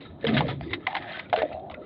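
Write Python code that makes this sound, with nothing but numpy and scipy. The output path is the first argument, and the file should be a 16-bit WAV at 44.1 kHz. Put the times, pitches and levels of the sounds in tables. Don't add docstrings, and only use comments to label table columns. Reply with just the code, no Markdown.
import sys
import numpy as np
from scipy import signal
from scipy.io import wavfile
from scipy.ndimage import uniform_filter1d

SR = 44100
rng = np.random.default_rng(int(sys.argv[2]) if len(sys.argv) > 2 else 0)


def elevation(decibels):
    levels = np.asarray(decibels, float)
    return 10 ** (levels / 20)


def inscribe(sig):
    pcm = np.round(np.clip(np.atleast_2d(sig).T, -1, 1) * 32767)
    wavfile.write(sys.argv[1], SR, pcm.astype(np.int16))


N = 81585

# pitch in Hz, width in Hz, level in dB.
RAIL_MODES = [(1267, 170, -3.5), (1750, 540, -3), (2050, 140, -5), (2500, 360, -20.5), (3200, 390, -21),
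              (3700, 180, -18.5), (4460, 490, -26)]
UPPER, LOWER = 1.14, 0.82


def evened(x):
    return x / np.sqrt(np.mean(x ** 2) + 1e-20)


def smoothed(x, size):
    return uniform_filter1d(uniform_filter1d(x, size), size)


def curve(table, col):
    rows = np.array(table)
    return np.interp(np.arange(N) / SR, rows[:, 0], rows[:, col])


def colour(x, points):
    f, level = np.transpose(points)
    log_hz = np.log(np.fft.rfftfreq(4096, 1 / SR) + 1)
    half = np.interp(log_hz, np.log(f), level) * np.log(10) / 20
    full = np.concatenate([half, half[-2:0:-1]])
    taps = np.fft.ifft(np.exp(np.conj(signal.hilbert(full)))).real[:2048]
    return signal.oaconvolve(x, taps)[:len(x)]


def add(mix, s, sound):
    part = mix[round(s * SR):][:len(sound)]
    part += sound[:len(part)]


def resonate(x, hz, width):
    turn = np.exp(2j * np.pi * np.cumsum(hz * np.ones(len(x))) / SR)
    r = np.exp(-np.pi * width / SR)
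    return 2 * (turn * signal.lfilter([1 - r], [1, -r], x / turn + 1e-18)).real


def clicks(per_s, spread_db):
    size = elevation(spread_db * np.minimum(rng.exponential(1, N), 4)) * rng.standard_normal(N)
    return evened(size * (rng.random(N) < per_s / SR))


def wood(x):
    # frequency in Hz, level in dB.
    scrape_colour = [(200, -21.5), (500, -4.5), (900, 10), (1300, 3), (2000, 13.5), (2800, 7.5),
                     (3700, 6.5), (5000, -3.5)]
    ring = sum((-1) ** k * elevation(db) * resonate(x, hz, w) for k, (hz, w, db) in enumerate(RAIL_MODES))
    return colour(x + elevation(-8.5) * 2 * ring, scrape_colour)


def wash():
    # frequency in Hz, level in dB.
    wash_colour = [(15, -49.5), (25, -12), (118, 7), (355, 7.5), (499, -6.5), (617, 0.5), (1640, -20.5),
                   (2030, -43.5), (4000, -22.5), (4600, -45), (8800, -120)]
    level_db, swell_db = -46.5, 1.5
    swell = evened(smoothed(rng.standard_normal(N), 2500))
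    noise = colour(rng.standard_normal(N), wash_colour + [(6000, -46)])
    return elevation(level_db + swell_db * swell) * evened(noise)


def thuds():
    # start in seconds, peak in dB, pitch in Hz.
    pushes = [
        (0.091, -41, 85.5),
        (0.469, -31.5, 111),
        (0.613, -35, 74.6),
        (0.699, -36, 100),
        (0.834, -48.5, 104),
        (1.016, -44.5, 108),
        (1.289, -46, 107),
        (1.38, -44.5, 75.4),
        (1.53, -44, 80.8),
        (1.705, -44.5, 76.7),
    ]
    rise_s, t60, gain_db = 0.012, 0.28, 6
    out, t = np.zeros(N), np.arange(12000) / SR
    for s, db, hz in pushes:
        shape = elevation(db + gain_db - 60 * t / t60) * np.minimum(t / rise_s, 1) ** 2
        add(out, s, shape * np.sin(2 * np.pi * hz * t))
    return out


def hull():
    # time in seconds, force in dB, panel pitch in Hz.
    load = [(0, -54.5, 170), (.14, -56, 136.6), (.22, -44.5, 216.2), (.27, -28.5, 232), (.36, -19.5, 212.7),
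            (.41, -25.5, 183.6), (.48, -28, 142.5), (.56, -40, 145), (.63, -37, 150.4), (.74, -53, 168.8),
            (.87, -49, 150.4), (.96, -58, 235.4), (1.21, -65, 202), (1.4, -61, 256), (1.45, -42.5, 296.7),
            (1.52, -51, 181), (1.85, -64, 205)]
    # hull mode pitch in Hz, width in Hz, level in dB.
    hull_modes = [(80, 40, -9), (146, 18, -3), (245, 25, -6)]
    bumps = clicks(980, 0.8)
    panel = resonate(bumps, curve(load, 2), 25)
    modes = sum(elevation(db) * evened(resonate(bumps, hz, w)) for hz, w, db in hull_modes)
    low = colour(evened(panel) + modes, [(30, -38.5), (80, -5.0), (302, -11.5), (600, -18.0), (2000, -85)])
    return elevation(curve(load, 1)) * evened(low)


def knocks():
    # start in seconds, peak in dB, pitch in Hz, fade time (60 dB) in seconds.
    blows = [(0.243, -11, 461, 0.11), (0.406, -8, 838, 0.037), (0.415, -15.5, 692, 0.036),
             (.421, -13, 473, 0.041), (0.485, -19.5, 740, 0.066), (0.61, -19.5, 687, 0.031),
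             (0.867, -14.5, 1022, 0.044), (0.877, -14.5, 765, 0.058), (0.909, -30, 940, 0.066),
             (0.93, -17.5, 822, 0.044), (0.95, -16, 926, 0.056), (0.961, -18.5, 786, 0.062),
             (1.328, -5, 710, 0.056), (1.339, -4, 672, 0.044), (1.347, -11, 653, 0.097),
             (1.36, -16, 657, 0.22), (1.374, -18.5, 452.8, 0.23), (1.419, -5, 647, 0.022),
             (1.43, -7, 619, 0.064), (1.495, -32.5, 617, 0.12), (1.514, -20, 639, 0.055),
             (1.521, -24, 686, 0.061), (1.548, -25, 634, 0.057), (1.569, -22.5, 653, 0.11),
             (1.771, -32, 613, 0.27)]
    # start in seconds, peak in dB, pitch in Hz, fade time in seconds.
    groans = [
        (.665, -32, 337.8, 0.33),
        (0.726, -22.5, 338.4, 0.22),
        (1.436, -23.5, 301, 0.16),
        (.295, -19.5, 405, .12),
        (.51, -29, 572, 0.13),
        (.95, -35, 314, 0.26),
        (1.62, -33.5, 384, 0.18),
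        (1.79, -35, 402, .2),
    ]
    rise_s, gain_db = 0.0013, -3.5
    out, t = np.zeros(N), np.arange(9000) / SR
    for s, db, hz, t60 in list(blows) + list(groans):
        above = np.sin(2 * np.pi * hz * UPPER * t)
        below = np.sin(2 * np.pi * hz * LOWER * t)
        trio = np.sin(2 * np.pi * hz * t) + elevation(-7.5) * (above + elevation(-12.5) * below)
        fade = elevation(db + gain_db - 60 * t / max(t60, .01))
        add(out, s, fade * (1 - np.exp(-t / rise_s)) * trio)
    return out


def rattle():
    # time in seconds, force in dB, plank pitch in Hz.
    run = [(0, -50, 467), (.17, -65.5, 398), (.28, -34.5, 657), (.42, -33.5, 591), (.52, -38, 410),
           (.6, -53, 266), (.68, -35, 333), (.77, -35, 340.5), (.84, -53, 403), (.9, -41.5, 770),
           (1.05, -39, 726), (1.18, -42.5, 637), (1.27, -54, 565), (1.45, -36, 582.5), (1.57, -38.5, 674),
           (1.69, -44.5, 695), (1.78, -46, 543), (1.85, -45, 408)]
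    width = 60
    taps, hz = clicks(700, 1.5), curve(run, 2)
    trio = resonate(taps, hz, width)
    trio = trio - 0.73 * resonate(taps, hz * UPPER, width)
    trio = trio - 0.62 * resonate(taps, hz * LOWER, width)
    return elevation(curve(run, 1)) * evened(resonate(trio, hz, 590))


def creaks():
    # start in seconds, peak in dB, pitch in Hz, fade time (60 dB) in seconds.
    judders = [(0.05, -43, 1290, 0.18), (.05, -47, 3800, 0.24), (0.407, -16, 1084, 0.072),
               (.467, -40, 2080, 0.067), (.485, -24.5, 1270, 0.11), (.5, -24.5, 974, 0.088),
               (.605, -46, 4650, 0.44), (.628, -43.5, 2100, .15), (.63, -44, 3530, 0.11),
               (.655, -45, 3470, 0.11), (.675, -43.5, 1990, 0.086), (.694, -39, 2050, 0.089),
               (.694, -42.5, 3700, 0.19), (0.822, -42, 1290, .15), (0.872, -30, 1370, .04),
               (.892, -28.5, 2070, 0.055), (1.068, -31.5, 1870, 0.072), (1.092, -36.5, 1895, .08),
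               (1.14, -33, 1554, 0.31), (1.246, -45, 1440, 0.15), (1.386, -17.5, 1440, .04),
               (1.448, -46, 3520, 0.082), (1.46, -42, 1940, 0.17), (1.509, -45.5, 2650, 0.2),
               (1.511, -46, 1340, .15), (1.526, -42.5, 4050, .1), (1.528, -39, 2030, 0.062),
               (1.7, -38, 1144, 0.045), (1.699, -44, 2050, 0.036), (1.699, -43.5, 2950, .04),
               (1.712, -40.5, 1097, 0.15), (1.741, -36, 2500, 0.063), (1.742, -36, 1970, 0.067),
               (1.744, -41, 1380, 0.13), (1.815, -43, 1290, 0.38), (1.25, -44.5, 2290, 0.13),
               (1.812, -59, 1950, 0.13)]
    rise_s, gain_db = 0.0027, -5
    out, t = np.zeros(N), np.arange(6000) / SR
    for s, db, hz, t60 in judders:
        noise = rng.standard_normal(len(t))
        width = 0.073 * hz
        mode = evened(resonate(resonate(noise, hz, width), hz, 2 * width))
        fade = elevation(db + gain_db - 60 * t / max(t60, .01))
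        add(out, s, fade * (1 - np.exp(-t / rise_s)) * mode)
    return out


def rope_hits(rows):
    hold, gain_db, snap_db = 0.078, -11, 12.5
    tail_db, tail_t60 = -11.5, 0.077
    tone_db, width = -5, 450
    out, t = np.zeros(N), np.arange(6000) / SR
    for s, db, hz, t60 in rows:
        noise = rng.standard_normal(len(t))
        snap = uniform_filter1d(elevation(snap_db) * (t == t[3]) * 0.025 / t60, size=6)
        crackle = noise * np.minimum(t / .0008, 1) + snap
        late = np.maximum(t - hold * t60, 0)
        burst = crackle * elevation(-60 * late / max(t60, .005)) + noise * elevation(tail_db - 60 * t / tail_t60)

        def ring(x):
            return resonate(resonate(x, hz, width), hz, 2 * width)

        both = wood(burst) / wood(noise).std() + elevation(tone_db) * ring(burst) / ring(noise).std()
        add(out, s, elevation(db + gain_db) * both)
    return out


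def more_slaps():
    # start in seconds, peak in dB, bright pitch in Hz, fade time (60 dB) in seconds.
    more_loops = [
        (0.27, -23, 4900, 0.042),
        (.481, -27.5, 3430, 0.2),
        (.706, -33, 2080, 0.14),
        (.909, -28, 1200, 0.012),
        (1.145, -36.5, 2400, 0.068),
        (0.0064, -37.5, 3770, 0.2),
        (1.595, -43.5, 3600, 0.0178),
        (.8695, -10.5, 2050, 0.011),
        (.497, -30.5, 3500, 0.077),
    ]
    return rope_hits(more_loops)


def slaps():
    # start in seconds, peak in dB, bright pitch in Hz, fade time (60 dB) in seconds.
    loops = [(.2095, -40.5, 3700, 0.044), (.2425, -23.5, 3700, 0.015), (.249, -18.5, 1750, 0.02),
             (.2675, -14.5, 3200, 0.03), (.2805, -15.5, 1750, 0.019), (.338, -24, 3650, 0.23),
             (.3665, -14, 1750, 0.12), (.378, -15.5, 3090, 0.065), (.4075, -12, 1074, 0.0076),
             (.6105, -29.5, 2110, 0.0081), (.7315, -16, 1970, 0.058), (.734, -20, 3730, 0.047),
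             (.8675, -15.5, 2050, 0.028), (1.526, -36.5, 2560, 0.047), (.929, -29.5, 2880, 0.0064),
             (.9465, -28, 2590, .02), (.9515, -13, 1800, 0.024), (.965, -19, 1840, 0.069),
             (1.023, -25.5, 1960, 0.021), (1.121, -24.5, 3870, 0.02), (1.194, -22.5, 2060, 0.037),
             (1.298, -31, 3410, 0.015), (1.3275, -14, 1636, 0.046), (1.36, -17, 1490, 0.045),
             (1.375, -20, 1580, .04), (1.386, -21, 1580, 0.056), (1.419, -19.5, 1850, 0.039),
             (1.699, -28, 1130, 0.011), (1.712, -32.5, 1185, 0.061), (1.7417, -34, 2030, 0.03)]
    return rope_hits(loops)


def drag():
    # time in seconds, effort in dB.
    effort = [(0, -54), (.1, -56.5), (.17, -69.5), (.3, -35), (.44, -47), (.5, -33.5), (.57, -69),
              (.63, -48), (.71, -53), (.8, -59.5), (.84, -51.5), (.9, -45), (1.01, -44), (1.19, -37.5),
              (1.24, -56), (1.28, -59.5), (1.4, -42), (1.53, -56), (1.63, -68), (1.78, -65), (1.85, -57.5)]
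    # time in seconds, level in dB.
    thin_share = [(0, -3), (.15, -8.5), (.3, 1.5), (.5, 8.5), (.65, 5), (.85, -2), (1.0, 3), (1.12, -6.5),
                  (1.17, -2.5), (1.27, -7.5), (1.45, -0.5), (1.85, -7.5)]
    drift_db, clump_db = 3.5, 2.5
    rub = evened(wood(clicks(5800, 3)))
    chirps = np.zeros(N)
    for hz, w, db in RAIL_MODES:
        slips = clicks(500, 2)
        drift = evened(smoothed(slips, 2200))
        mode = resonate(resonate(slips, hz, 0.21 * w), hz, 2 * w)
        chirps = chirps + elevation(drift_db * drift + 0.5 * db) * (hz < 4200) * mode
    both = evened(rub + evened(chirps))
    thin = colour(both, [(2500, -25.5), (3800, -3), (5000, -2.5)])
    clumps = evened(smoothed(slips, 500))
    return elevation(curve(effort, 1) + clump_db * clumps) * (both + (elevation(curve(thin_share, 1)) - 1) * thin)


def scene():
    boat = thuds() + hull() + knocks() + rattle()
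    rope = creaks() + more_slaps() + slaps() + drag()
    return (wash() + boat + rope)[None]


def low_pass(x):
    return signal.sosfilt(signal.butter(12, 15450, fs=SR, output="sos"), x)


def record(dry):
    # frequency in Hz, gain in dB.
    mic_colour = [(3800, -1.5), (4400, -9), (5000, -14.5), (5600, -28.5), (6500, -38.5), (7500, -56),
                  (15400, -63.5)]
    hiss_db, rise_db, edge_hz = -93, 24.5, 15450
    x = colour(dry[0], mic_colour)
    x = x + elevation(hiss_db) * (1 + elevation(rise_db) * x ** 2 * 10) * rng.standard_normal(N)
    x = signal.oaconvolve(x, signal.firwin(511, edge_hz, window=("kaiser", 9), fs=SR), "same")
    return low_pass(x[None])


dry = scene()
out = record(dry)
inscribe(out)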